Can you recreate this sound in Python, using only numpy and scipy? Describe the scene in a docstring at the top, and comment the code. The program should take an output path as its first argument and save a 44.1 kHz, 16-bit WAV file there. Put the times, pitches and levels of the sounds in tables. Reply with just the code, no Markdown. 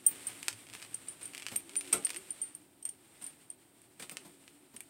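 """A fluorescent tube trying to start

A cold tube in a quiet garage tinks at uneven moments, each impulse ringing its glass near 9 kHz.
Between the tinks come dry ticks and the friction noise of handling: rustle, scuffs and soft bumps.
One knock excites the modes of the sheet-metal fitting. A faint hum and the room's air lie beneath."""
import sys
import numpy as np
from scipy import signal
from scipy.fft import rfft, irfft, next_fast_len
from scipy.io import wavfile
from scipy.ndimage import map_coordinates

SR = 44100
rng = np.random.default_rng(int(sys.argv[2]) if len(sys.argv) > 2 else 0)


def generate_wav(signal):
    """Clip the signal to [-1, 1] and save it as 16-bit WAV at the path in sys.argv[1]."""
    frames = np.transpose(np.atleast_2d(signal))
    scaled = np.clip(frames, -1, 1) * 32767
    pcm = np.round(scaled).astype(np.int16)
    wavfile.write(sys.argv[1], SR, pcm)


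N = 215843

# brushing contacts: t/s, scuff level/dB, bump level/dB, t60/s
CONTACT_EVENTS = [(0.1118, -48, -55, 0.15), (0.7448, -41.5, -46, 0.047), (1.074, -47, -65, 0.075),
                  (1.212, -48, -68, 0.2), (1.5153, -45.5, -44.5, 0.17), (1.88, -46, -62, 0.067),
                  (2.8506, -53, -66, 0.16), (3.2143, -52.5, -61, 0.42), (3.9978, -40, -47.5, 0.065),
                  (4.0235, -40.5, -47.5, 0.072), (4.115, -44.5, -44.5, 0.063), (4.249, -56, -52, .15),
                  (4.738, -65, -50, 0.087)]
# spectrum of rustling friction: f/Hz, level/dB
FRICTION_SPECTRUM = [(240, -40), (400, -6.5), (865, -10.5), (949, -11), (1040, -9), (1250, -8),
                     (1460, -8.5), (2220, -6.5), (2670, -8), (3020, -7), (6540, -15.5), (8630, 0),
                     (10100, -10.5), (16000, -22.5)]


def tinks():
    """Free vibration: a short chink leaves one glass mode ringing over its neighbours and overtones."""
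    # tinks: t/s, ring level/dB, f/Hz, t60/s, chink level/dB, upper overtone level/dB
    strikes = [(0.064, -11.5, 8820, 0.047, -17, -27), (0.2686, -26.5, 8766, 0.071, -23, -53),
               (0.9425, -34.5, 8770, 0.09, -25.5, -58), (1.084, -31, 9060, 0.07, -29.5, -69),
               (1.229, -37.5, 8870, .12, -35, -77), (1.254, -33, 8790, .024, -31, -81),
               (1.5605, -20, 8726, 0.048, -15, -62), (1.764, -23.5, 9080, .15, -24.5, -58),
               (1.929, -19, 8660, .018, -14, -60), (2.0482, -19, 8900, .045, -21, -56),
               (2.167, -34, 8890, .065, -26.5, -75), (2.3048, -26, 9080, 0.043, -31.5, -72),
               (2.416, -26.5, 8839, 0.15, -29, -60), (2.5494, -47, 8880, .05, -30, -71),
               (2.826, -46, 8690, 0.078, -36, -80), (2.8516, -29, 8688, 0.057, -24.5, -61),
               (2.8898, -37, 8839, 0.09, -28.5, -67), (3.2216, -40, 8690, 0.055, -34.5, -81),
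               (3.241, -32.5, 9090, 0.033, -38, -76), (3.2647, -37, 8839, 0.097, -28.5, -72),
               (3.501, -34.5, 8877, .035, -35.5, -85), (4.111, -45, 8800, .08, -44, -56),
               (4.763, -45, 8680, 0.03, -35, -81)]
    # glass modes, from the main ring's neighbours to the top overtones: f/Hz, relative level/dB, t60/s
    near_modes = [(8060, -12, 0.034), (8910, -16.5, 0.029), (8839, -12, 0.099), (9760, -18, 0.039),
                  (10330, -31.5, 0.12), (10600, -45, 0.049)]
    mid_modes = [(10250, -19, 0.064), (11120, 1, 0.08), (11650, -2, 0.089), (11800, -5, 0.07),
                 (12900, 6, .09), (11600, -1, 0.12)]
    high_modes = [(13616, -14, .12), (13946, 0, .11)]
    top_modes = [(15360, -13, .12), (15560, -1, .14)]
    # resonances of the chink: f/Hz, width/Hz, relative level/dB
    chink_bands = [(3140, 250, -19), (5880, 3500, -25.5), (8780, 610, -1), (12600, 1400, -28)]
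    near_spread, mid_spread = .012, .03  # scatter from tink to tink, as fractions of the frequency
    out, t = np.zeros(N), np.arange(SR // 4) / SR
    for s, ring_db, hz, t60, chink_db, upper_db in strikes:
        near_tuning, mid_tuning = rng.normal(1, [near_spread, mid_spread])
        main = np.sin(2 * np.pi * hz * t) * fade(t, t60)
        neighbours = ring(near_modes, t * near_tuning, scatter_db=3)
        overtones = amp(chink_db - 37) * ring(mid_modes, t * mid_tuning, scatter_db=4)
        overtones += amp(upper_db) * ring(high_modes + top_modes, t, scatter_db=3)
        burst = filtered(rng.standard_normal(len(t)),
                         lambda f: sum(amp(db) * resonance(f, c, w) ** 2 for c, w, db in chink_bands))
        burst *= fade(t, t60=.023)
        chink = amp(chink_db) * burst / np.abs(burst).max()
        add(out, s, (amp(ring_db) * (main + neighbours) + overtones + chink) * rise(t, tau_s=.0008))
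    return out


def ticks():
    """Impulse response: a dry snap with a crunch and a hollow ring, then a reflection off the fitting."""
    # distinct ticks: t/s, relative level/dB, treble level/dB
    loud_ticks = [(0.4286, -31, -4.5), (0.482, -16, -9.5), (0.528, -35.5, -8), (0.736, -34.5, -7.5),
                  (0.7502, -35.5, -14), (0.825, -34, -10), (1.3479, -32.5, -7.5), (1.3781, -31.5, -9),
                  (1.4214, -34, -13), (1.4649, -26, -12.5), (1.4842, -32, -9), (1.5588, -30, -3.5),
                  (1.6937, -37.5, -7), (1.7548, -31, -7), (1.8093, -30.5, -3.5), (2.0936, -33, -4),
                  (2.1032, -26.5, -3.5), (2.1446, -32.5, -8), (2.1618, -31, -4.5), (3.817, -48, 10),
                  (4.024, -34, -15), (4.0949, -32.5, -5.5), (4.169, -27.5, -10.5), (4.478, -43.5, -12),
                  (4.7648, -40, -3.5), (4.805, -31.5, 6.5)]
    # spectrum of the snap: f/Hz, level/dB
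    snap_spectrum = [(120, -58), (300, -17), (700, -13.5), (1350, -9.5), (2450, 0.5), (3100, -2),
                     (3950, -8), (4700, -5.5), (6900, -8.5), (8600, 1), (10900, -12.5), (15000, -18.5),
                     (16000, -20)]
    # modes that a tick excites: f/Hz, relative level/dB, t60/s
    body_modes = [(2370, 2, 0.014), (2600, -2, 0.015), (2560, -23, 0.0016), (3330, -4, .012)]
    out, t = np.zeros(N), np.arange(2048) / SR
    hz = np.fft.rfftfreq(len(t), 1 / SR)
    treble_shelf = np.clip((hz - 5000) / 4000, 0, 1)
    for s, db, treble_db in loud_ticks + light_ticks():
        crunch = .064 * rng.standard_normal(len(t)) * fade(t, t60=.023)
        slip = (t == 0) + crunch
        pulse = snap(along(snap_spectrum, hz) + treble_shelf * (treble_db + 6.5))
        tick = signal.fftconvolve(slip, pulse / np.linalg.norm(pulse))[:len(t)]
        tick += amp(-33) * ring(body_modes, t, scatter_db=6)
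        add(out, s + .001, amp(db + 12.5) * tick)
        add(out, s + rng.uniform(.00384, .00664), amp(db) * tick)  # reflection
    return out


def light_ticks():
    """A jittered pulse train: rows of weak, dull ticks, each at a random point in its time slot."""
    # spells of ticking: start t/s, end t/s, relative level/dB
    spells = [(0.649, 0.86, -41.5), (1.324, 1.53, -40), (1.678, 1.92, -43), (2.059, 2.15, -35)]
    ticks_per_s, scatter_db, treble_db = 46, 4.5, -12
    rows = []
    for start, end, db in spells:
        slots = np.arange(start, end, 1 / ticks_per_s)
        for s, (late, size) in zip(slots, rng.random((32, 2))):
            rows.append((s + late / ticks_per_s, db + scatter_db * (2 * size - 1), treble_db))
    return rows


def knock():
    """Frequency-dependent damping: a clack loses its treble first; the sheet metal's modes follow it."""
    # blow on the fitting: t/s, relative level/dB
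    blows = [(1.9283, -22)]
    # modes of the sheet metal: f/Hz, relative level/dB, t60/s
    metal_modes = [(70, -19, 0.13), (190, -13, 0.15), (225, -21, 0.15), (360, -8, 0.12), (450, -12, 0.1),
                   (480, -28, 0.089), (593, -24, 0.13), (710, -17, 0.09), (1370, -8, 0.07),
                   (1980, -11, 0.12), (3900, -11, .07)]
    # spectrum of the clack: f/Hz, level/dB
    clack_spectrum = [(21, -48), (35, -29), (195, -8.5), (634, -14.5), (702, -14), (1060, -15), (1300, -9),
                      (1720, -16.5), (2060, -10.5), (2340, -4.5), (3910, -9.5), (6690, -9), (8650, 9),
                      (10900, -12), (16000, -26)]
    # decay of the clack: f/Hz, t60/s
    clack_decay = [(80, 0.31), (400, 0.34), (1500, 0.1), (4000, 0.04), (12000, 0.035)]
    out, t = np.zeros(N), np.arange(SR // 2) / SR
    for s, db in blows:
        clack = coloured(dying_noise(clack_decay, len(t)), clack_spectrum) * rise(t, tau_s=.0019)
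        clack = filtered(clack, lambda hz: bass_cut(hz, corner_hz=350))
        body = ring(metal_modes, t, scatter_db=.5) * rise(t, tau_s=.0011)
        add(out, s - .002, amp(db - 15.7) * clack)
        add(out, s + .008, amp(db - 10) * body)
    return out


def scuffs():
    """Sliding friction: each contact's grainy rub swells and dies, coloured by a hollow resonance."""
    out, t = np.zeros(N), np.arange(SR // 4) / SR
    for s, db, _, t60 in CONTACT_EVENTS:
        grit = rng.standard_normal(len(t))
        grit *= 1 + 3 * (rng.random(len(t)) < .02)  # occasional coarse grains
        grit = filtered(grit, lambda hz: 1 + .48 * resonance(hz, centre_hz=2340, width_hz=530))
        envelope = fade(t, t60) * rise(t, tau_s=.0016)
        add(out, s - .002, amp(db) * coloured(grit, FRICTION_SPECTRUM) * envelope)
    return out


def bumps():
    """Damped impact: the same contacts each give a dull burst of noise with no clear ring."""
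    # spectrum of a bump: f/Hz, level/dB
    bump_spectrum = [(60, -18), (130, -2), (220, 4.5), (350, -3.5), (550, -6), (1000, -8), (2000, -18)]
    out, t = np.zeros(N), np.arange(SR // 4) / SR
    for s, _, db, t60 in CONTACT_EVENTS:
        thud = coloured(rng.standard_normal(len(t)), bump_spectrum)
        add(out, s, amp(db) * thud * fade(t, t60) * rise(t, tau_s=.0031))
    return out


def handling():
    """Friction noise: one strength drives a dull rubbing and a rustle that crackles more as it grows."""
    # strength of the handling: t/s, relative level/dB
    strength = [(0.0, -63.5), (0.09, -58.5), (0.3, -55.5), (0.56, -61.5), (1.21, -61.5), (1.37, -60),
                (1.77, -63), (1.97, -57), (2.21, -61.5), (2.4, -62.5), (2.56, -67.5), (2.75, -73.5),
                (3.27, -65), (3.51, -73), (3.89, -71.5), (4.11, -65.5), (4.75, -71.5), (4.89, -68.5)]
    # spectrum of the rubbing: f/Hz, level/dB
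    rubbing_spectrum = [(21, -55), (35, -13), (112, -4), (246, -1.5), (279, 1), (440, -8), (775, -13),
                        (879, -10), (1030, -18.5), (1500, -17), (1950, -48), (3300, -120)]
    strength_db = curve(strength)
    grains_per_s = 300 * unit(amp(strength_db))
    grains = (rng.random(N) < grains_per_s / SR) * rng.standard_normal(N)
    rustle = coloured(rng.standard_normal(N) + .31 * unit(grains), FRICTION_SPECTRUM)
    hollow = unit(filtered(grains, lambda hz: resonance(hz, centre_hz=2520, width_hz=700)))
    rubbing = coloured(rng.standard_normal(N), rubbing_spectrum)
    rustle_db = strength_db + 4.5 + 1.43 * wobble(knots_per_s=30.105)
    rubbing_db = -67 + .46 * (strength_db - strength_db.mean())
    return amp(rustle_db) * (rustle + amp(-18) * hollow) + amp(rubbing_db) * rubbing


def hum():
    """Superposition of three faint, wavering tones; the deepest sinks away partway through."""
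    # envelope of the upper two tones: t/s, level/dB
    envelope = [(0.0, -62), (0.87, -69), (1.95, -58.5), (2.49, -70), (3.95, -72), (4.22, -61.5),
                (4.89, -70)]
    # upper tones: f/Hz, relative level/dB, pitch waver/Hz
    tones = [(284.2, -5, 12.2), (354, -6, 22)]
    sink_start_s, sink_length_s, sink_db = 1.5, .15, 15.5
    sunk = np.clip((np.arange(N) / SR - sink_start_s) / sink_length_s, 0, 1)
    deep = amp(-74.5 - sink_db * sunk) * wavering(hz=110.3, waver_hz=2.1)
    level_db = curve(envelope)
    return deep + sum(amp(level_db + db) * wavering(hz, waver_hz) for hz, db, waver_hz in tones)


def garage(x):
    """Diffuse reverberation: each quarter second of sound is convolved with its own short random tail."""
    # reverberation time: f/Hz, t60/s
    room_decay = [(200, 0.21), (2000, 0.16), (9000, 0.16), (15000, 0.15)]
    out, block = np.zeros(N), SR // 4
    for start in range(0, N, block):
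        tail = dying_noise(room_decay, size=SR // 3)
        reverberation = signal.fftconvolve(x[start:start + block], tail / np.linalg.norm(tail))
        add(out, start / SR + .003, reverberation)
    return out


def air():
    """Stationary noise: the room's low murmur and the microphone's hiss, which peaks in the treble."""
    # spectra of the murmur and the hiss: f/Hz, level/dB
    murmur_spectrum = [(18, -81), (30, -47), (123, -6), (234, -20), (274, -12), (329, -2.5), (369, -7),
                       (474, -21), (638, -14), (940, -16.5), (1080, -25), (3530, -28), (7000, -36),
                       (9100, -84), (15400, -120)]
    hiss_spectrum = [(5000, -15), (7000, -34), (7900, -26), (8650, 6), (9300, -13), (10500, -8),
                     (16000, -5.5)]
    murmur = coloured(rng.standard_normal(N), murmur_spectrum)
    hiss = coloured(rng.standard_normal(N), hiss_spectrum)
    return amp(-71) * murmur + amp(-71.5) * hiss


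def ring(modes, t, scatter_db):
    """Modal superposition: damped sinusoids with random strengths and phases."""
    return sum(amp(db + scatter_db * rng.standard_normal()) * fade(t, t60)
               * np.sin(2 * np.pi * (hz * t + rng.random())) for hz, db, t60 in modes)


def snap(gain_db):
    """Minimum phase: the most compact causal pulse with this spectrum, at peak 1."""
    cepstrum = irfft(np.log(amp(gain_db)))
    half = len(cepstrum) // 2
    causal = np.r_[cepstrum[0], 2 * cepstrum[1:half], np.zeros(half)]
    pulse = irfft(np.exp(rfft(causal)))
    return pulse / np.abs(pulse).max()


def dying_noise(decay, size):
    """Frequency-dependent damping: noise in which each band dies at its own rate."""
    hz, t, bands = signal.stft(rng.standard_normal(size), SR, nperseg=256)
    damped = bands * fade(t, along(decay, hz)[:, None])
    return signal.istft(damped, SR, nperseg=256)[1][:size]


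def wavering(hz, waver_hz):
    """Random frequency and amplitude modulation of a tone."""
    phase = 2 * np.pi * np.cumsum(hz + waver_hz * wobble(knots_per_s=25)) / SR
    flutter_db = 4.5 * wobble(knots_per_s=18)
    return amp(flutter_db) * np.sqrt(2) * np.sin(phase)


def wobble(knots_per_s):
    """Spline interpolation through random knots."""
    knots = rng.standard_normal(int(N * knots_per_s / SR) + 4)
    return map_coordinates(knots, [np.arange(N) * knots_per_s / SR])


def resonance(hz, centre_hz, width_hz):
    """Band-pass response of a damped oscillator."""
    return 1j * hz * width_hz / (centre_hz ** 2 - hz ** 2 + 1j * hz * width_hz)


def bass_cut(hz, corner_hz):
    """First-order high-pass response."""
    return 1j * hz / (1j * hz + corner_hz)


def filtered(x, response):
    """Linear filtering: the spectrum of x times a frequency response."""
    size = next_fast_len(len(x) + 8192)
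    return irfft(rfft(x, size) * response(np.fft.rfftfreq(size, 1 / SR)), size)[:len(x)]


def coloured(x, spectrum):
    """Spectral shaping of x, at rms 1."""
    return unit(filtered(x, lambda hz: amp(along(spectrum, hz))))


def rise(t, tau_s):
    """Exponential approach to 1."""
    return 1 - np.exp(-t / tau_s)


def fade(t, t60):
    """Exponential decay, 60 dB in t60 seconds."""
    return np.exp(-np.log(1000) * t / np.maximum(t60, 1e-3))


def along(points, hz):
    """Interpolation of (f/Hz, value) points on a logarithmic frequency axis."""
    f, values = np.transpose(points)
    return np.interp(np.log(hz + 1), np.log(f + 1), values)


def curve(points):
    """Linear interpolation of (t/s, value) points at every sample."""
    s, values = np.transpose(points)
    return np.interp(np.arange(N) / SR, s, values)


def amp(db):
    """Decibels to amplitude ratio."""
    return 10 ** (np.asarray(db) / 20)


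def unit(x):
    """Normalisation to rms 1."""
    return x / np.sqrt(np.mean(x ** 2) + 1e-20)


def add(track, s, sound):
    """Superposition of a sound on the track at time s."""
    start = max(round(s * SR), 0)
    track[start:start + len(sound)] += sound[:N - start]


def scene():
    """Direct and reverberant fields: the tube and the small noises near it add to the garage's tail."""
    tube, clicks, contacts = tinks(), ticks(), knock() + scuffs() + bumps()
    room = garage(amp(-12.5) * tube + amp(-9.5) * clicks + amp(-3) * contacts)
    return (tube + clicks + contacts + room + handling() + hum() + air())[None]


def record(dry):
    """Band limiting: the camera drops the deepest bass and cuts off steeply in the top treble."""
    top_hz = 15900
    thinned = filtered(dry[0], lambda hz: bass_cut(hz, corner_hz=22) ** 3)
    return filtered(thinned, lambda hz: 1 / (1 + (hz / top_hz) ** 200))[None]


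dry = scene()
out = record(dry)
generate_wav(out)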